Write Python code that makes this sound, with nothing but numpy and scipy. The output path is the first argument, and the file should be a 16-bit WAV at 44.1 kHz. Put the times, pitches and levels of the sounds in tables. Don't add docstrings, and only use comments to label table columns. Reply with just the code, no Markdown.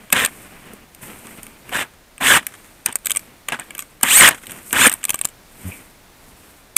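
import sys
import numpy as np
from scipy import signal
from scipy.fft import rfft, irfft, next_fast_len
from scipy.io import wavfile
from scipy.ndimage import uniform_filter1d

SR = 44100
rng = np.random.default_rng(int(sys.argv[2]) if len(sys.argv) > 2 else 0)


def bounce(signal):
    frames = np.transpose(np.atleast_2d(signal))
    limited = np.clip(frames, -1, 1)
    pcm = np.round(limited * 32767).astype(np.int16)
    wavfile.write(sys.argv[1], SR, pcm)


N = 298714
T = np.arange(N) / SR

# (frequency [Hz], level [dB])
AIR_COLOUR = [(12, -37.5), (20, 9), (44, 1), (112, -2.5), (266, -3.5), (362, -6.5), (667, -6.5),
              (1160, -10), (2150, -11.5), (3080, -16.5), (3450, -14.5), (5230, -18), (13100, -21),
              (15500, -21.5)]
# (frequency [Hz], level [dB])
WOOL_COLOUR = [(60, -9), (130, -1.5), (220, 1), (450, -6.5), (800, -9.5), (1700, -10.5), (2300, -8.5),
               (3000, -13), (4000, -25.5), (6500, -31)]
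# (frequency [Hz], level [dB])
NYLON_COLOUR = [(3000, -31), (5500, -13.5), (7000, -8), (8500, 2), (11000, -5), (13300, -1), (15500, -19)]
# (frequency [Hz], level [dB])
SNOW_COLOUR = [(30, -15.5), (100, -3), (250, 5.5), (420, -4.5), (1000, -1), (1700, -7.5), (2800, -8),
               (4200, -21.5), (8300, -29.5), (15500, -37.5)]
# (frequency [Hz], level [dB])
ICE_COLOUR = [(30, -18.5), (90, -1.5), (250, -2), (380, -4), (700, -9.5), (1100, -4), (1700, 2.5),
              (2400, -3.5), (3500, -6.5), (4400, -23.5), (6000, -13.5), (8300, -6.5), (11000, -13),
              (15500, -30)]
# (frequency [Hz], level [dB])
CASING_COLOUR = [(100, -15.5), (500, -20), (1200, -7), (2400, 0), (3500, -2.5), (4500, -14), (5600, -13.5),
                 (7000, -2.5), (8400, 5.5), (10500, -4), (12000, -3.5), (13400, 0.5), (15500, -14)]

# (frequency [Hz], time to fade by 60 dB [s], level [dB])
CHUCK_NOTES = [(586, 0.052, -34.5), (1180, 0.03, -20.5), (1620, 0.026, -20), (2280, 0.023, -14.5),
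               (2668, 0.02, -16.5), (3110, 0.0089, -13.5), (6390, 0.012, -19), (7180, 0.0066, -11.5),
               (8020, 0.0076, -1), (8710, 0.0086, 0.5), (9010, 0.0071, -5.5), (10040, 0.01, -12),
               (10560, 0.016, -14.5), (12930, 0.011, -5), (14060, 0.011, -18.5)]
# (frequency [Hz], width [Hz], level [dB])
SPIRAL_NOTES = [(259, 35, -3), (1027, 65, -3), (1202, 36, -7.5), (1603, 60, -3), (1810, 62, 0),
                (2185, 65, -6.5), (2450, 60, -6), (2600, 60, -8), (2960, 77, -4.5)]
# (multiple of the rate at which teeth meet, level [dB])
WHINE_TONES = [(1, -4.5), (2, 1), (3, -1.5), (4, -1), (5, -7.5), (6, -5.5), (7, -18), (8, -14.5)]

# (peak time [s], rise [s], fall [s], rub level [dB], hiss level [dB])
HAND_STROKES = [(.02, 0.062, 0.053, -43.5, -56), (.36, 0.15, 0.15, -49, -46), (.7, 0.47, .1, -42.5, -52),
                (1.032, .012, .085, -35.5, -38), (1.3, 0.21, 0.2, -40.5, -46),
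                (1.75, 0.066, 0.072, -37.5, -44), (2.62, 0.27, 0.23, -52.5, -51.5),
                (3.17, 0.14, .14, -45.5, -51), (3.76, 0.19, 0.19, -47, -52.5),
                (4.37, .1, 0.092, -51.5, -45.5), (4.53, 0.054, 0.15, -42.5, -42.5),
                (4.74, 0.054, 0.13, -40.5, -33), (5.23, .2, 0.09, -48, -52.5),
                (5.691, 0.11, 0.12, -40.5, -40.5), (6.44, 0.24, 0.18, -51.5, -52.5)]
# (time [s], level [dB], pitch [Hz], length [s])
DISC_KNOCKS = [(0.733, -33.5, 212, 0.015), (4.867, -11, 253, 0.014), (5.645, -25.5, 92, 0.072)]
# (time [s], level [dB], slide length [s], low-note boost [dB])
SHAFT_CLACKS = [(.1245, 4, .006, 6.5), (.249, -2.5, .0005, -9), (.2592, -6, .002, 13),
                (.7345, -30, .001, -9), (.948, -30.5, .001, -12), (1.2697, -27, .0005, 10),
                (1.4313, -22, .0005, -1), (1.4662, -27, .001, 7), (2.4674, -9, .0003, 2),
                (2.859, -3, .004, 2), (3.098, -13.5, .001, 9), (3.149, -21, .002, 12),
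                (3.193, -26, .002, 4), (3.484, -10, .004, 9), (3.597, -16.5, .0005, -2),
                (3.705, -23, .003, 13.5), (3.749, -22.5, .004, 8), (3.8036, -23, .0005, 0),
                (3.8233, -22, .0005, 8), (4.0292, 5, .005, 1.5), (4.7282, -3.5, .002, 2.5),
                (4.8952, -8, .003, 0), (4.915, -12, .005, 0), (5.287, -27.5, .002, -6),
                (6.7646, 6, .003, -10)]
# (time [s], ride level [dB], wait [s], snap level [dB])
LOCK_NOTCHES = [(2.924, -20, .0318, -4.5), (3.0563, -10.5, .0122, -7.5), (3.1047, -8, 0.012, -5),
                (3.159, -10, 0.011, -4), (3.779, -21, .012, -14.5), (4.276, 2, .0115, 4),
                (4.456, -34, 0.012, -23.5), (4.507, -25.5, 0.011, -21), (4.866, 5, 0.01, 0.5),
                (4.925, -12.5, .0132, -6.5), (5.039, -9.5, .0128, -5.5), (5.092, -8.5, .012, -4.5),
                (5.1417, -11, .0148, -17), (5.189, -20, 0.024, -5.5), (5.246, -15, 0.0064, -4)]
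# (time [s], level [dB], fade [dB/s])
AUGER_JOLTS = [(0.127, -15, 503), (.274, -30.5, 900), (2.862, -23.5, 500), (2.885, -28, 450),
               (3.494, -27, 600), (3.52, -16.5, 483), (3.589, -30, 330), (4.033, -10.5, 748),
               (4.287, -6.5, 1288), (4.308, -15.5, 703), (4.73, -19, 698), (4.913, -24.5, 458)]
# (start [s], blades bite [s], let go [s], top tooth rate [Hz],
# tooth rate when let go [Hz], gear level [dB], free blade level [dB], biting blade level [dB])
TRIGGER_SQUEEZES = [(0.123, 0.192, .25, 1101, 848, -24, -17, -17.5),
                    (1.714, 1.767, 1.826, 975, 852, -29.5, -20.5, -22),
                    (2.201, 2.297, 2.374, 1785, 1363, -16, -12.5, -9.5),
                    (4.032, 4.196, 4.278, 2317, 1377, -9, -20.5, -4.5),
                    (4.729, 4.833, 4.872, 1848, 1709, -15, -12.5, -8.5)]

ATTACK_S = 0.011


def undb(db):
    return 10 ** (np.asarray(db) / 20)


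def unit(x):
    return x / np.sqrt(np.mean(x ** 2) + 1e-20)


def gain_at(hz, spectrum):
    points_hz, db = np.transpose(spectrum)
    return undb(np.interp(np.log(hz + 1e-9), np.log(points_hz), db))


def colour(x, spectrum):
    size = next_fast_len(N)
    hz = np.arange(size // 2 + 1) * SR / size
    return unit(irfft(rfft(x, size) * gain_at(hz, spectrum), size)[:N])


def wander(rate):
    step = max(int(SR / rate), 1)
    steps = np.repeat(rng.standard_normal(N // step + 1), step)
    return unit(uniform_filter1d(steps, step)[:N])


def grains(rate, spread_db):
    size = undb(spread_db * np.minimum(rng.exponential(size=N), 4))
    return unit((rng.random(N) < rate / SR) * size * rng.choice([-1, 1], N))


def add(out, time, sound):
    i = max(int(time * SR), 0)
    out[i:i + len(sound)] += sound[:max(N - i, 0)]


def decay(t, fade_s):
    return np.exp(-np.log(1000) * t / fade_s)


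def swell(time, rise, fall, depth_db=6, roundness=1.53):
    away = np.maximum((time - T) / rise, (T - time) / fall)
    return undb(-depth_db * np.minimum(away, 12) ** roundness)


def burst(t, attack, hold, db_per_s):
    return np.clip(t / attack, 0, 1) * undb(-db_per_s * np.maximum(t - hold, 0))


def air(level_db=-49, drift_db=0.8):
    return colour(rng.standard_normal(N), AIR_COLOUR) * undb(level_db - drift_db * wander(3.6))


def clothes(trim_db=-1):
    rub = colour(grains(3500, 2.6) * undb(2.0 * wander(45)), WOOL_COLOUR)
    hiss = colour(grains(6500, 2.8) * undb(1.8 * wander(60)), NYLON_COLOUR)
    power = sum(np.outer(undb([rub_db, hiss_db]), swell(time, rise, fall)) ** 2
                for time, rise, fall, rub_db, hiss_db in HAND_STROKES)
    rub_gain, hiss_gain = np.sqrt(power)
    return undb(trim_db) * (rub * rub_gain + hiss * hiss_gain)


def glove_squeak(pitch_hz=2400, width_hz=400, level_db=-38.5):
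    band = signal.iirpeak(pitch_hz, pitch_hz / width_hz, fs=SR)
    squeak = signal.lfilter(*band, signal.lfilter(*band, grains(1500, 2.5)))
    return unit(squeak) * undb(level_db) * swell(time=5.724, rise=.012, fall=.028)


def knocks(pitch_drop=0.022):
    out = np.zeros(N)
    for time, db, hz, length in DISC_KNOCKS:
        progress = np.linspace(0, 1, int(length * SR))
        phase = 2 * np.pi * np.cumsum(hz * (1 + pitch_drop * (.5 - progress))) / SR
        overtones = undb(-6) * np.sin(2 * phase) + undb(-14) * np.sin(3 * phase)
        hum = np.sin(phase) + 2 * (1 - progress) * overtones
        add(out, time, undb(db) * np.sin(np.pi * progress ** 0.66) * hum)
    return out


def patter(grains_per_s=110, below_blades_db=30.5, fade_db_per_s=51):
    clod = decay(np.arange(SR // 20) / SR, fade_s=.045)
    landings = signal.fftconvolve(np.abs(grains(grains_per_s, 7.1)), clod)[:N]
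    falling = sum(undb(biting_db - below_blades_db) * burst(T - stop, ATTACK_S, 0, fade_db_per_s)
                  for _, _, stop, *_, biting_db in TRIGGER_SQUEEZES)
    return colour(landings * rng.standard_normal(N), ICE_COLOUR) * falling


def contacts():
    rows = list(SHAFT_CLACKS)
    for start, *_ in TRIGGER_SQUEEZES:
        rows.append((start - .021, -25, .001, 13))
    for time, ride_db, wait, snap_db in LOCK_NOTCHES:
        rows += [(time - .009, ride_db - 16, .00251, 12),
                 (time, ride_db, .004, 5),
                 (time + wait, snap_db, .0009, -3)]
    return rows


def creep(below_click_db=32.5, slide_lengths=3.2):
    out, rub = np.zeros(N), colour(grains(6300, 2.9), CASING_COLOUR)
    for time, db, slide, _ in contacts():
        rise = np.linspace(0, 1, int(slide_lengths * slide * SR) + 2)
        add(out, time + slide / 2 - len(rise) / SR, undb(db - below_click_db) * rise ** 2)
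    return out * rub


def ring(notes, t, detune=0.026):
    hz, fade_s, db = np.transpose(notes)[:, :, None]
    hz = hz * (1 + detune * rng.standard_normal(hz.shape))
    phase = 2 * np.pi * rng.random(hz.shape)
    return undb(db) * decay(t, fade_s) * np.sin(2 * np.pi * hz * t + phase)


def chuck(low_below_hz=4500, slips_per_s=7000, ticks_per_s=300):
    out, t = np.zeros(N), np.arange(SR // 20) / SR
    casing_noise = colour(rng.standard_normal(N), CASING_COLOUR)
    is_low = np.transpose(CHUCK_NOTES)[0] < low_below_hz
    for time, db, slide, low_db in contacts():
        part = rng.integers(N - len(t)) + np.arange(len(t))
        crack = undb(-3) * casing_noise[part] * decay(t, fade_s=.017)
        snap = undb(low_db * is_low) @ ring(CHUCK_NOTES, t) + crack
        size, chance = rng.standard_normal(len(t)), rng.random(len(t))
        sliding = np.sin(np.pi * np.minimum(t / slide, 1))
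        slips = sliding * (chance < slips_per_s / SR) * size * undb(-6)
        slips[int(slide * SR / 2)] += .7
        ticks = (chance < ticks_per_s / SR) * size * undb(-22) * decay(t, fade_s=.11)
        click = signal.fftconvolve(slips + ticks, snap)[:len(t)]
        peak = np.sqrt(2 * uniform_filter1d(click ** 2, size=44).max())
        add(out, time, click * undb(db) / peak)
    return out


def crumbs(spread_db=3.7, cycles=25, per_pitch=600):
    out = np.zeros(N)
    for hz in np.geomspace(500, 5000, num=20):
        moments = rng.integers(N, size=per_pitch)
        sizes = undb(spread_db * np.minimum(rng.exponential(size=per_pitch), 4))
        snaps = np.bincount(moments, sizes, N) + 1e-12 * T
        pole = np.exp((2j * np.pi - np.log(1000) / cycles) * hz / SR)
        ringing = signal.lfilter([1, -1], [1, -2 * pole.real, abs(pole) ** 2], snaps)
        out += unit(ringing) * np.sqrt(hz)
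    return unit(out)


def cutting(crumb_db=-1, ring_db=-2, chatter_db=1.5):
    force = (grains(6000, 4.8) + undb(crumb_db) * crumbs()) * undb(chatter_db * wander(190))
    ringing = sum(undb(db) * signal.lfilter(*signal.iirpeak(hz, hz / width, fs=SR), force)
                  for hz, width, db in SPIRAL_NOTES)
    return force + undb(ring_db) * ringing


def jolts(ice, snow, rattle, attack_s=.0015):
    gain = sum(undb(db) * burst(T - time, attack_s, attack_s, fade) for time, db, fade in AUGER_JOLTS)
    crunch = undb(-3) * ice + undb(-4.5) * snow + undb(-19.5) * rattle
    return gain * np.roll(crunch, N // 4)


def motor_speed(t, start, bite, stop, top_hz, loaded_hz, crawl_hz=371.8, brake_s=.02):
    run_up = np.clip((t - start) / (bite - start), 0, 1)
    load = np.clip((t - bite) / (stop - bite), 0, 1)
    eased = run_up - .5 * np.sin(2 * np.pi * run_up) / (2 * np.pi)
    driven_hz = (top_hz - crawl_hz) * eased - (top_hz - loaded_hz) * load ** .65
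    return crawl_hz + driven_hz * np.exp(-np.maximum(t - stop, 0) / brake_s)


def gears(tooth_hz, rattle, flutter, whine_db=-2, wobble=0.009, shimmer_db=3):
    phase = 2 * np.pi * np.cumsum(tooth_hz * (1 + wobble * flutter[0])) / SR
    whine = sum(undb(db + shimmer_db * shimmer) * gain_at(k * tooth_hz, CASING_COLOUR) * np.sin(k * phase)
                for (k, db), shimmer in zip(WHINE_TONES, flutter[1:]))
    roughness = 1 + .7 * np.cos(phase / 3)
    return rattle * (1 + .36 * np.cos(phase)) + undb(whine_db) * whine * roughness


def drilling(bite_s=.012, snow_below_hz=520, gear_db_per_octave=7, blade_db_per_octave=5):
    rattle = colour(grains(14000, 2.9), CASING_COLOUR) * undb(-2.5)
    crunch = cutting()
    ice, snow = colour(crunch, ICE_COLOUR), colour(np.roll(crunch, N // 2), SNOW_COLOUR)
    flutter = np.array([wander(320) for _ in range(len(WHINE_TONES) + 1)])
    out = np.zeros(N)
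    for start, bite, stop, top_hz, loaded_hz, gear_db, free_db, biting_db in TRIGGER_SQUEEZES:
        on = (T >= start) & (T <= stop + .5)
        t = T[on]
        tooth_hz = motor_speed(t, start, bite, stop, top_hz, loaded_hz)
        octaves = np.log2(tooth_hz / top_hz)
        load = np.clip((t - bite) / bite_s, 0, 1)
        drive = burst(t - start, ATTACK_S, hold=stop - start, db_per_s=700)
        gear_gain = drive * undb(gear_db + gear_db_per_octave * octaves + .5 * load)
        blade_gain = drive * undb(free_db + (biting_db - free_db) * load + blade_db_per_octave * octaves)
        trickle_gain = undb(biting_db - 23.5) * burst(t - stop, ATTACK_S, hold=0, db_per_s=219)
        snow_share = 1 / (1 + (tooth_hz / snow_below_hz) ** 4)
        blades = np.sqrt(1 - snow_share) * ice[on] + np.sqrt(snow_share) * snow[on]
        out[on] += gear_gain * gears(tooth_hz, rattle[on], flutter[:, on])
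        out[on] += np.hypot(blade_gain, trickle_gain) * blades
    return out + jolts(ice, snow, rattle)


def scene():
    return (drilling() + patter() + chuck() + creep() + knocks() + clothes() + glove_squeak() + air())[None]


def record(dry, ceiling=0.92, top_hz=15350):
    rounded = dry / (1 + (dry / ceiling) ** 6) ** (1 / 6)
    return signal.sosfilt(signal.ellip(8, .2, 70, top_hz, fs=SR, output="sos"), rounded)


dry = scene()
out = record(dry)
bounce(out)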